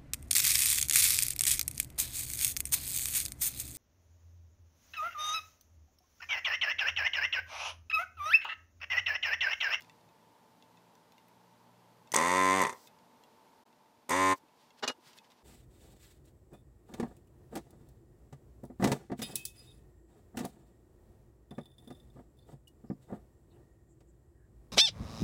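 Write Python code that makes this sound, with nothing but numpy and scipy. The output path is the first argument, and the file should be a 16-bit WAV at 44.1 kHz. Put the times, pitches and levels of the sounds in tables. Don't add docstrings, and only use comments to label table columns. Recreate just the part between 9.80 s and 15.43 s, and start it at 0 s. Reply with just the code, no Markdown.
import sys
import numpy as np
from scipy import signal
from scipy.fft import rfft, irfft
from scipy.io import wavfile

SR = 44100
rng = np.random.default_rng(int(sys.argv[2]) if len(sys.argv) > 2 else 0)


def dump(signal):
    limited = np.clip(np.atleast_2d(signal).T, -1, 1)
    pcm = np.round(limited * 32767).astype(np.int16)
    wavfile.write(sys.argv[1], SR, pcm)


def makeup_ratio(level_db):
    decades = np.asarray(level_db, float) / 20
    return 10 ** decades


N = 248265

FULL_SPEED = 95
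DROP_S, RETURN_S, BACK_S = 3.838, 3.852, 3.862
# start in seconds, release in seconds, then stroke level, rattle level
# and diaphragm level at full speed, all in dB.
PUMP_RUNS = [
    (2.336, 2.82, -27.5, -38.5, -35.5),
    (4.291, 4.53, -28, -39, -34.5),
]


def evened(x):
    return x / np.sqrt(np.mean(x ** 2) + 1e-20)


def curves(rows):
    s, *columns = np.transpose(rows)
    t = np.arange(s[0], s[-1], 1 / SR)
    return s[0], [np.interp(t, s, c) for c in columns]


def add(mix, s, sound):
    part = mix[round(s * SR):][:len(sound)]
    part += sound[:len(part)]


def coloured(count, points):
    hz = np.fft.rfftfreq(count, 1 / SR)
    f, db = np.transpose(points)
    gain = makeup_ratio(np.interp(np.log(hz + 1), np.log(f), db))
    return evened(irfft(rfft(rng.standard_normal(count)) * gain, count))


def resonate(x, hz, width):
    turn = np.exp(2j * np.pi * hz * np.arange(len(x)) / SR)
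    r = np.exp(-np.pi * width / SR)
    return 2 * (turn * signal.lfilter([1 - r], [1, -r], x / turn)).real


def ring(modes, count=4000, shorter=1.):
    t = np.arange(count) / SR
    x = np.zeros(count)
    for k, (hz, db, t60) in enumerate(modes):
        x += (-1) ** k * makeup_ratio(db - 60 * t / t60 / shorter) * np.sin(2 * np.pi * hz * t)
    return x / np.linalg.norm(x)


def struck(peaks, shorter):
    hz = abs(np.fft.fftfreq(8192, 1 / SR))
    power = sum(makeup_ratio(2 * db) / (1 + (2 * shorter * (hz - f) / w) ** 2) ** 2 for f, w, db in peaks)
    gain = np.log(power + 1e-9) / 2
    return np.fft.ifft(np.exp(gain - 1j * signal.hilbert(gain).imag)).real[:4096]


def strikes(turns, size, count):
    at = np.flatnonzero(np.diff(np.floor(turns)) > 0)
    late = (np.ceil(turns[at]) - turns[at]) / (turns[at + 1] - turns[at])
    size = size[at] * makeup_ratio(0.21 * rng.standard_normal(len(at)))
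    out = np.zeros(count)
    out[at], out[at + 1] = size * (1 - late), size * late
    return out


def drift(rate):
    t = np.arange(0, N, 256) / SR
    rates = np.geomspace(rate / 16, rate, num=16)
    slow = sum(np.sin(2 * np.pi * (f * t + rng.random())) / np.sqrt(f) for f in rates)
    return np.interp(np.arange(N) / SR, t, evened(slow))


def runs():
    # time in seconds, speed in turns per second.
    shaft = [(2.33, 36.51), (2.37, 72.7), (2.426, 85.37), (2.571, 93.58), (2.69, 93.81), (2.773, 96.08),
             (2.818, 92.41), (2.891, 28.31), (2.935, 33.72)]
    first_turn, stroke_lag_s = -.34, .0008
    vacuum_s = .25
    late_start, late_end, late_coast_per_s = 1.35, .92, 5.38
    (s, release, *_), (s2, release2, *_) = PUMP_RUNS
    s0, (speed,) = curves(shaft)
    part = slice(round((s - s0) * SR), None)
    turns, speed = (first_turn + np.cumsum(speed) / SR)[part], speed[part]
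    t = s + np.arange(len(turns)) / SR
    late = late_end + (late_start - late_end) * np.exp(-((t - s) / vacuum_s) ** 3)
    late = late + late_coast_per_s * np.clip(t - release - .04, 0, .1)
    first = pump(turns, late, speed, *effort(0, t, speed), [1.], 0.94)

    burst = rfft(rng.standard_normal(2049) * np.exp(-(np.arange(-1024, 1025) / (0.0069 * SR)) ** 2))
    blur = irfft(burst / abs(burst), 2049)
    low, top, spin_up_s = 72, 94.8, .032
    fade_db_per_s = 1250
    t = np.arange(s2, release2 + .05, 1 / SR)
    speed = top - (top - low) * np.exp(-(t - s2) / spin_up_s)
    second = pump(np.cumsum(speed) / SR - .2, 0.9, speed, *effort(1, t, speed), blur, 0.72)
    fade = makeup_ratio(-fade_db_per_s * np.maximum(s2 + np.arange(len(second)) / SR - release2, 0))
    return [(s + stroke_lag_s, first), (s2, second * fade)]


def effort(k, t, speed):
    pace = (1, 2.5)[k]
    weak_start_db, rise_s = (-8, -14)[k], 0.017
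    kick_db, stroke_kick_db, kick_s = 6, 6.5, .04
    build_db, build_s = 6, 0.084
    hum_build_db, hum_build_s, hum_db_per_decade = 8, 0.14, 61
    coast_db_per_s, rattle_coast_db_per_s = 214, 133
    start, release, stroke_db, rattle_db, low_db = PUMP_RUNS[k]
    rise = weak_start_db * np.clip(1 - (t - start) / rise_s, 0, 1)
    coast = np.maximum(t - release, 0)
    age = (t - start) * pace
    jolt = np.exp(-age / kick_s)
    stroke = stroke_db + rise + stroke_kick_db * jolt - build_db * np.exp(-age / build_s)
    stroke = stroke - coast_db_per_s * coast
    rattle = rattle_db + kick_db / pace * jolt + k * rise - rattle_coast_db_per_s * coast
    hum = low_db + hum_db_per_decade * np.log10(speed / FULL_SPEED)
    return stroke, rattle, hum - hum_build_db * np.exp(-age / hum_build_s)


def pump(turns, late, speed, stroke_db, rattle_db, low_db, blur, shorter):
    # frequency in Hz, width in Hz, level in dB.
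    grip_mode, shell_modes, barrel_modes = [(249, 190, -16)], [(400, 58, -10), (461, 141, -23), (538, 112, -11),
                                                          (652, 96, -16), (775, 46, -14.5), (906, 61, -5.5),
                                                          (1033, 105, -3.5), (1181, 261, -19),
                                                          (1281, 122, -16), (1580, 300, -21)], [(1830, 111, -13), (1950, 57, -9),
                                                                         (2070, 189, -14), (2260, 73, -16),
                                                                         (2400, 166, -25), (2540, 170, -25),
                                                                         (2790, 300, -27), (3150, 148, -31),
                                                                         (3340, 49, -32), (3540, 226, -25),
                                                                         (3770, 71, -36), (4040, 262, -34),
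                                                                         (4530, 300, -36), (4750, 233, -37)]
    # frequency in Hz, level in dB, t60 in seconds.
    flap_modes = [(5000, -7, .008), (5920, 1, 0.021), (6530, 9, 0.0061), (7710, 4.5, 0.0069),
                  (8100, 5.5, 0.0091), (8700, 10.5, 0.0034), (9900, -16.5, 0.011), (11100, -11.5, 0.0092),
                  (12500, -22.5, 0.007), (13920, -47, .006)]
    # share of the turn, level in dB.
    flap_blows = [(0, -5), (.09, -15.5), (0.239, -3.5), (.44, -19.5), (.66, -30.5)]
    # harmonic of the shaft, level in dB.
    harmonics = [(1, -8.5), (2, -8), (3, -4.5)]
    # frequency in Hz, density in dB per Hz.
    air_spectrum = [(2500, -14), (4000, -10.5), (5500, -6), (6350, -9), (7350, -7.5), (8460, -9),
                    (9600, -6.5), (10300, -20), (10900, -8.5), (14800, -24), (16000, -30)]
    rebound_share, full_bounce = 0.2047, 91
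    shut_share, inlet_share, inlet_db = .12, .46, -8.5
    settle_s = .007

    count = len(turns) + 4000
    slow = np.sqrt(SR / speed)
    missing = FULL_SPEED - speed
    slack = np.clip(missing / 25, 0, 1)
    shell, barrel = struck(grip_mode + shell_modes, shorter), struck(barrel_modes, shorter)
    size = slow * makeup_ratio(stroke_db) / np.hypot(np.linalg.norm(shell), np.linalg.norm(barrel))

    bounce = size * np.clip(missing / full_bounce, 0, .9)
    valve = strikes(turns, size, count) + strikes(turns - rebound_share * late, bounce, count)
    blows = signal.fftconvolve(valve, shell)[:count]
    shut = strikes(turns - shut_share * late, size, count)
    blows = blows + signal.fftconvolve(shut, barrel)[:count]
    inlet = makeup_ratio(inlet_db) * strikes(turns - inlet_share, size, count)
    blows = blows + signal.fftconvolve(inlet, np.diff(barrel, 2) * 8.0)[:count]

    taps = rng.standard_normal(len(turns)) * (rng.random(len(turns)) < .01)
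    shaking = taps * 10 * np.exp(.6 - turns % 1 / speed / settle_s)
    shaking = shaking * size / slow * makeup_ratio(-15.5 + 16.5 * slack)
    add(blows, 0, signal.fftconvolve(shaking, np.diff(barrel) * 3.7 + 0.67 * shell[1:]))

    flaps = np.zeros(count)
    for share, db in flap_blows:
        at = np.flatnonzero(np.diff(np.floor(turns - share * late)) > 0)
        chance = rng.standard_normal((len(at), 2))
        delay = abs((.6 + 2.5 * slack[at]) * chance[:, 0]).astype(int)
        uneven_db = (1.2 + 4 * slack[at]) * chance[:, 1]
        flaps[at + delay] += slow[at] * makeup_ratio(rattle_db[at] + db + uneven_db)
    flap_ring = ring(flap_modes, shorter=shorter)
    blows = blows + makeup_ratio(-3.5) * signal.fftconvolve(flaps, flap_ring)[:count]

    hum = -np.sqrt(2) * sum(makeup_ratio(db) * np.cos(2 * np.pi * k * (turns - .08)) for k, db in harmonics)
    puff = 0.5 + np.exp(-(turns % 1) / 0.52)
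    air = makeup_ratio(rattle_db - 9.5 + 2.86 * slack) * puff * coloured(len(turns), air_spectrum)
    add(blows, 0, makeup_ratio(low_db) * hum + air)
    return signal.fftconvolve(blows, blur, "same")


def bleed(s, stop, hold_db):
    last_puff_db, last_puff_s = 4, .008
    left = stop - np.arange(s, stop + .015, 1 / SR)
    db = hold_db + last_puff_db * np.exp(-(left / last_puff_s) ** 2) + 1200 * np.minimum(left, 0)
    bands = [(2000, -14), (5000, -0.5), (6300, -1.5), (7000, -7), (7700, -1), (8600, -6), (9500, -9),
             (10300, -9), (11000, -7), (11700, -11), (12400, -4), (13300, -11), (14800, -2), (16000, -10)]
    return s, makeup_ratio(db) * coloured(len(db), bands)


def trigger(s, db, hz, t60):
    t = np.arange(1500) / SR
    spectrum = [(500, 2.0), (2000, -13.5), (8000, 0.0), (12000, -4), (16000, -17)]
    snap = coloured(1500, spectrum) * makeup_ratio(-60 * t / 0.009)
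    tone = makeup_ratio(-60 * t / t60) * np.sin(2 * np.pi * hz * t) * np.minimum(t / 0.0016, 1)
    return s, makeup_ratio(db) * (.5 * snap + .6 * tone)


def landing(s, db):
    # frequency in Hz, level in dB, t60 in seconds.
    tool_modes = [(784, -16, 0.074), (2483, -3.5, 0.05), (2875, -1.5, 0.16), (3300, -10, .07),
                  (4110, -8.5, 0.074), (4700, -7, 0.04), (6240, -1, 0.014), (8000, -14, 0.039),
                  (9440, -25, 0.11)]
    scuff_s, gripped_s = .0025, .045
    t = np.arange(4000) / SR
    scuff = rng.standard_normal(600) * np.exp(-t[:600] / scuff_s)
    x = signal.fftconvolve(ring(tool_modes), scuff)[:4000] * makeup_ratio(-900 * np.maximum(t - gripped_s, 0))
    return s, makeup_ratio(db - 5) * x / abs(x).max()


def laying(s, length, peak, top_db, edge_db):
    # frequency in Hz, width in Hz, level in dB.
    bench_modes, body_modes = [(473, 114, 3.5), (609, 73, -1), (815, 250, 2), (1080, 570, 3),
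                               (1450, 1040, 3)], [(2350, 430, -19), (2880, 105, 14.5), (3680, 1050, 15.5),
                                              (4900, 1500, 14.5), (6650, 890, 5), (8000, 580, -25),
                                              (10100, 1000, -5)]
    bass_db = -14.5
    u = np.arange(0, length, 1 / SR) / length
    skewed = u ** (np.log(.5) / np.log(np.clip(peak, .05, .9)))
    press_db = 38 * np.log10(np.sin(np.pi * skewed) + 1e-4)
    clumps = np.minimum(rng.exponential(1, len(u)), 3)
    grains = rng.standard_normal(len(u)) * makeup_ratio(3.0 * clumps)

    def excited(modes):
        return evened(sum(makeup_ratio(db) * evened(resonate(resonate(grains, hz, w), hz, 2 * w))
                          for hz, w, db in modes))

    soft = signal.butter(2, min(2700 / peak, 16000), fs=SR, output="sos")
    tool = signal.sosfilt(soft, excited(body_modes))
    bass = evened(resonate(resonate(grains, 280, 130), 304, 190))
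    body = makeup_ratio(top_db + press_db) * excited(bench_modes)
    return s, body + makeup_ratio(edge_db + press_db) * tool + makeup_ratio(top_db + bass_db + press_db) * bass


def tick(s, db, hz, top_db):
    # frequency in Hz, t60 in seconds.
    board_modes = [(2110, 0.036), (2740, 0.051), (3600, 0.028), (4500, 0.0085), (5700, 0.0063),
                   (7200, 0.0068)]
    modes = [(f * rng.uniform(0.91, 1.03), -5.0 * abs(np.log2(f / hz)), t60) for f, t60 in board_modes]
    body = np.convolve(ring(modes + [(hz, 0, .015)], count=1500), [1, 0, -1])
    snap = np.diff(rng.standard_normal(len(body) + 2), 2)
    snap = snap * makeup_ratio(-60 * np.arange(len(body)) / SR / 0.027)
    return s, makeup_ratio(db) * (body / abs(body).max() + 0.33 * makeup_ratio(top_db) * snap)


def thud(s, db, hz):
    t = np.arange(3000) / SR
    return s, makeup_ratio(db - 60 * t / 0.052) * np.sin(2 * np.pi * hz * t) * np.minimum(t / 0.00475, 1)


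def rustle(peak, rise, fall, mid_db, top_db):
    s = max(peak - rise, 0)
    t = np.arange(s - peak, 1.5 * fall, 1 / SR)
    stroke_db = -20 * np.maximum(-t / rise, t / fall)
    mid = coloured(len(t), [(500, -4.0), (2000, -0.5), (5000, 1.0), (9000, -16.5), (16000, -44)])
    top = coloured(len(t), [(5000, -18), (8000, -10), (13000, -14), (16000, -15)])
    return s, makeup_ratio(mid_db + stroke_db) * mid + makeup_ratio(top_db + stroke_db) * top


def echo(x, t60):
    t = np.arange(12000) / SR
    tail = coloured(12000, [(100, -3), (1000, 0), (4000, -8), (16000, -22)])
    tail = tail * makeup_ratio(-60 * t / t60) * (t > .004)
    return makeup_ratio(-17) * signal.fftconvolve(x, tail / np.linalg.norm(tail))[:N]


def room():
    # frequency in Hz, level in dB.
    air_colour = [(25, -46), (40, -27), (64, -18.5), (236, -5), (373, -8.5), (476, -8.5), (545, -9),
                  (796, -7), (887, -3.5), (1230, -14.5), (2410, -20.5), (4610, -22.5), (8360, -29),
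                  (14800, -30.5), (16000, -48)]
    # time in seconds, level in dB.
    air_level = [(0, -61.5), (.4, -62.5), (3.8, -61.5), (3.9, -64), (5.63, -64)]
    # frequency in Hz, width in Hz, level in dB.
    fan_tones = [(242.2, 16, -79), (461, 8, -78.5), (599, 5.5, -81), (891, 3, -73.5), (972, 61, -74.5),
                 (14643, 3, -94)]
    level_db = curves(air_level)[1][0]
    air = makeup_ratio(-3.5) * coloured(N, air_colour)
    white = rng.standard_normal(N)
    tones = np.zeros(N)
    for hz, w, db in fan_tones:
        tone = whine(hz, w) if w < 10 else resonate(white, hz, w)
        tones += makeup_ratio(db + 62) * evened(tone)
    return (air + tones) * makeup_ratio(np.pad(level_db, (0, N), "edge")[:N])


def whine(hz, width):
    wander = np.sqrt(2 * np.pi * width / SR) * rng.standard_normal(N)
    return np.sin(np.cumsum(2 * np.pi * hz / SR + wander))


def outside():
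    # time in seconds, speed in turns per second, level in dB.
    engine = [(0, 55, -75), (.6, 55.5, -80), (1.0, 58, -71), (1.3, 56, -80), (1.55, 59.5, -72),
              (1.8, 59, -75), (1.98, 59.6, -72), (2.15, 59, -71), (2.33, 55.5, -81)]
    # order of the turn, level in dB.
    orders = [(2, -3.5), (3, 0)]
    out = rumble()
    s, (speed, db) = curves(engine)
    for k, order_db in orders:
        waver_db = 2 * drift(rate=8)[:len(db)]
        tone = np.sin(2 * np.pi * k * np.cumsum(speed) / SR)
        add(out, s, np.sqrt(2) * makeup_ratio(db + order_db + waver_db) * tone)
    return out


def rumble():
    level_db = np.where(np.arange(N) / SR < RETURN_S, -81, -93) + 5 * drift(rate=5.9)
    spectrum = [(20, -31), (60, -19), (110, -3.0), (170, 2.5), (240, -7.0), (400, -40)]
    return makeup_ratio(level_db) * coloured(N, spectrum)


def scene():
    # start in seconds, stop in seconds, level in dB.
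    bleeds = [
        (2.932, 3.078, -65),
        (4.551, 4.581, -66.5),
    ]
    # time in seconds, peak in dB, ring in
    # Hz, t60 in seconds.
    clicks = [
        (2.319, -25, 6000, .027),
        (2.326, -28.5, 2000, 0.016),
        (2.3443, -13, 8000, .006),
        (2.819, -21.5, 9000, .006),
        (4.2946, -22.5, 8410, 0.017),
        (4.3086, -22, 1020, 0.053),
    ]
    # time in seconds, peak in
    # dB, brightest mode in Hz, level above 6 kHz in dB.
    taps = [(0.0074, -43, 1930, -8), (0.0212, -45.5, 5300, -10), (0.0456, -51.5, 1840, -20),
            (0.0965, -44.5, 2200, -23.5), (0.2104, -62.5, 4690, -16), (0.2895, -58.5, 2660, -16),
            (0.8245, -47, 3630, -20), (0.9722, -54, 2510, -23), (1.1532, -54.5, 5920, -9),
            (1.3211, -51, 4100, -9), (1.381, -48.5, 2196, -16), (1.483, -63, 2720, 5),
            (1.7194, -70.5, 2000, -8), (2.274, -53, 4500, -17), (3.073, -45.5, 3700, -21),
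            (3.188, -57, 4730, -21), (3.437, -51, 4040, -11), (3.9279, -59.5, 2610, -25),
            (4.0594, -64, 2110, -14), (4.6843, -60.5, 2520, -17), (4.9054, -52, 2700, -23),
            (5.332, -50, 4900, -15), (5.3864, -39.5, 3630, -28), (5.5026, -53, 3680, -14),
            (5.519, -51.5, 3750, -20)]
    # start in seconds, length in seconds, share before the peak,
    # body level in dB, edge level in dB.
    contacts = [
        (5.022, .04, 0.46, -31.5, -37),
        (5.052, 0.03, 0.59, -47.5, -52),
        (5.0765, .024, 0.18, -33.5, -31),
        (5.088, 0.027, 0.43, -35, -43),
        (5.109, .03, 0.18, -56, -55),
    ]
    # time in seconds, peak in dB.
    landings = [
        (5.077, -18),
    ]
    # peak in seconds, rise and fall over 20 dB in seconds,
    # level in dB, level of the top above 8 kHz in dB.
    rubs = [(.01, 0.025, 0.17, -67.5, -79), (4.812, 0.074, 0.2, -68, -77), (4.996, 0.033, 0.014, -59, -69),
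            (5.278, 0.079, 0.097, -59, -65.5), (5.335, 0.021, .02, -62, -78), (5.38, .04, 0.02, -59, -62),
            (5.446, .02, 0.043, -65, -80), (5.51, .012, 0.047, -65.5, -74), (5.584, 0.046, .05, -71, -90)]
    # time in seconds, peak in dB, frequency in Hz.
    knuckles = [(4.168, -59, 88.8), (4.633, -54, 304), (5.182, -51.5, 330), (5.265, -54.5, 151)]
    sounds = runs()
    for source, rows in [(bleed, bleeds), (trigger, clicks), (tick, taps), (laying, contacts),
                         (landing, landings), (rustle, rubs), (thud, knuckles)]:
        sounds += [source(*row) for row in rows]
    bench = np.zeros(N)
    for s, sound in sounds:
        add(bench, s, sound)
    bench = signal.sosfilt(signal.butter(2, 120, "high", fs=SR, output="sos"), bench)
    early = np.arange(N) < RETURN_S * SR
    wet = echo(bench * early, 0.21) + echo(bench * ~early, 0.055)
    return (bench + wet + room() + outside())[None]


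def low_pass(x):
    return signal.sosfilt(signal.butter(12, 16480, fs=SR, output="sos"), x)


def record(dry):
    t = np.arange(N) / SR
    fade_out = np.clip((DROP_S + 0.00081 - t) / 0.0048, .01, 1)
    fade_in = np.clip((t - RETURN_S) / (BACK_S - RETURN_S), 0, 1)
    gate = np.maximum(fade_out, fade_in)
    edge = signal.firwin(301, 15750, window=("kaiser", 8), fs=SR)
    return low_pass(signal.oaconvolve(dry * gate, edge[None], "same"))


dry = scene()
out = record(dry)
dump(out)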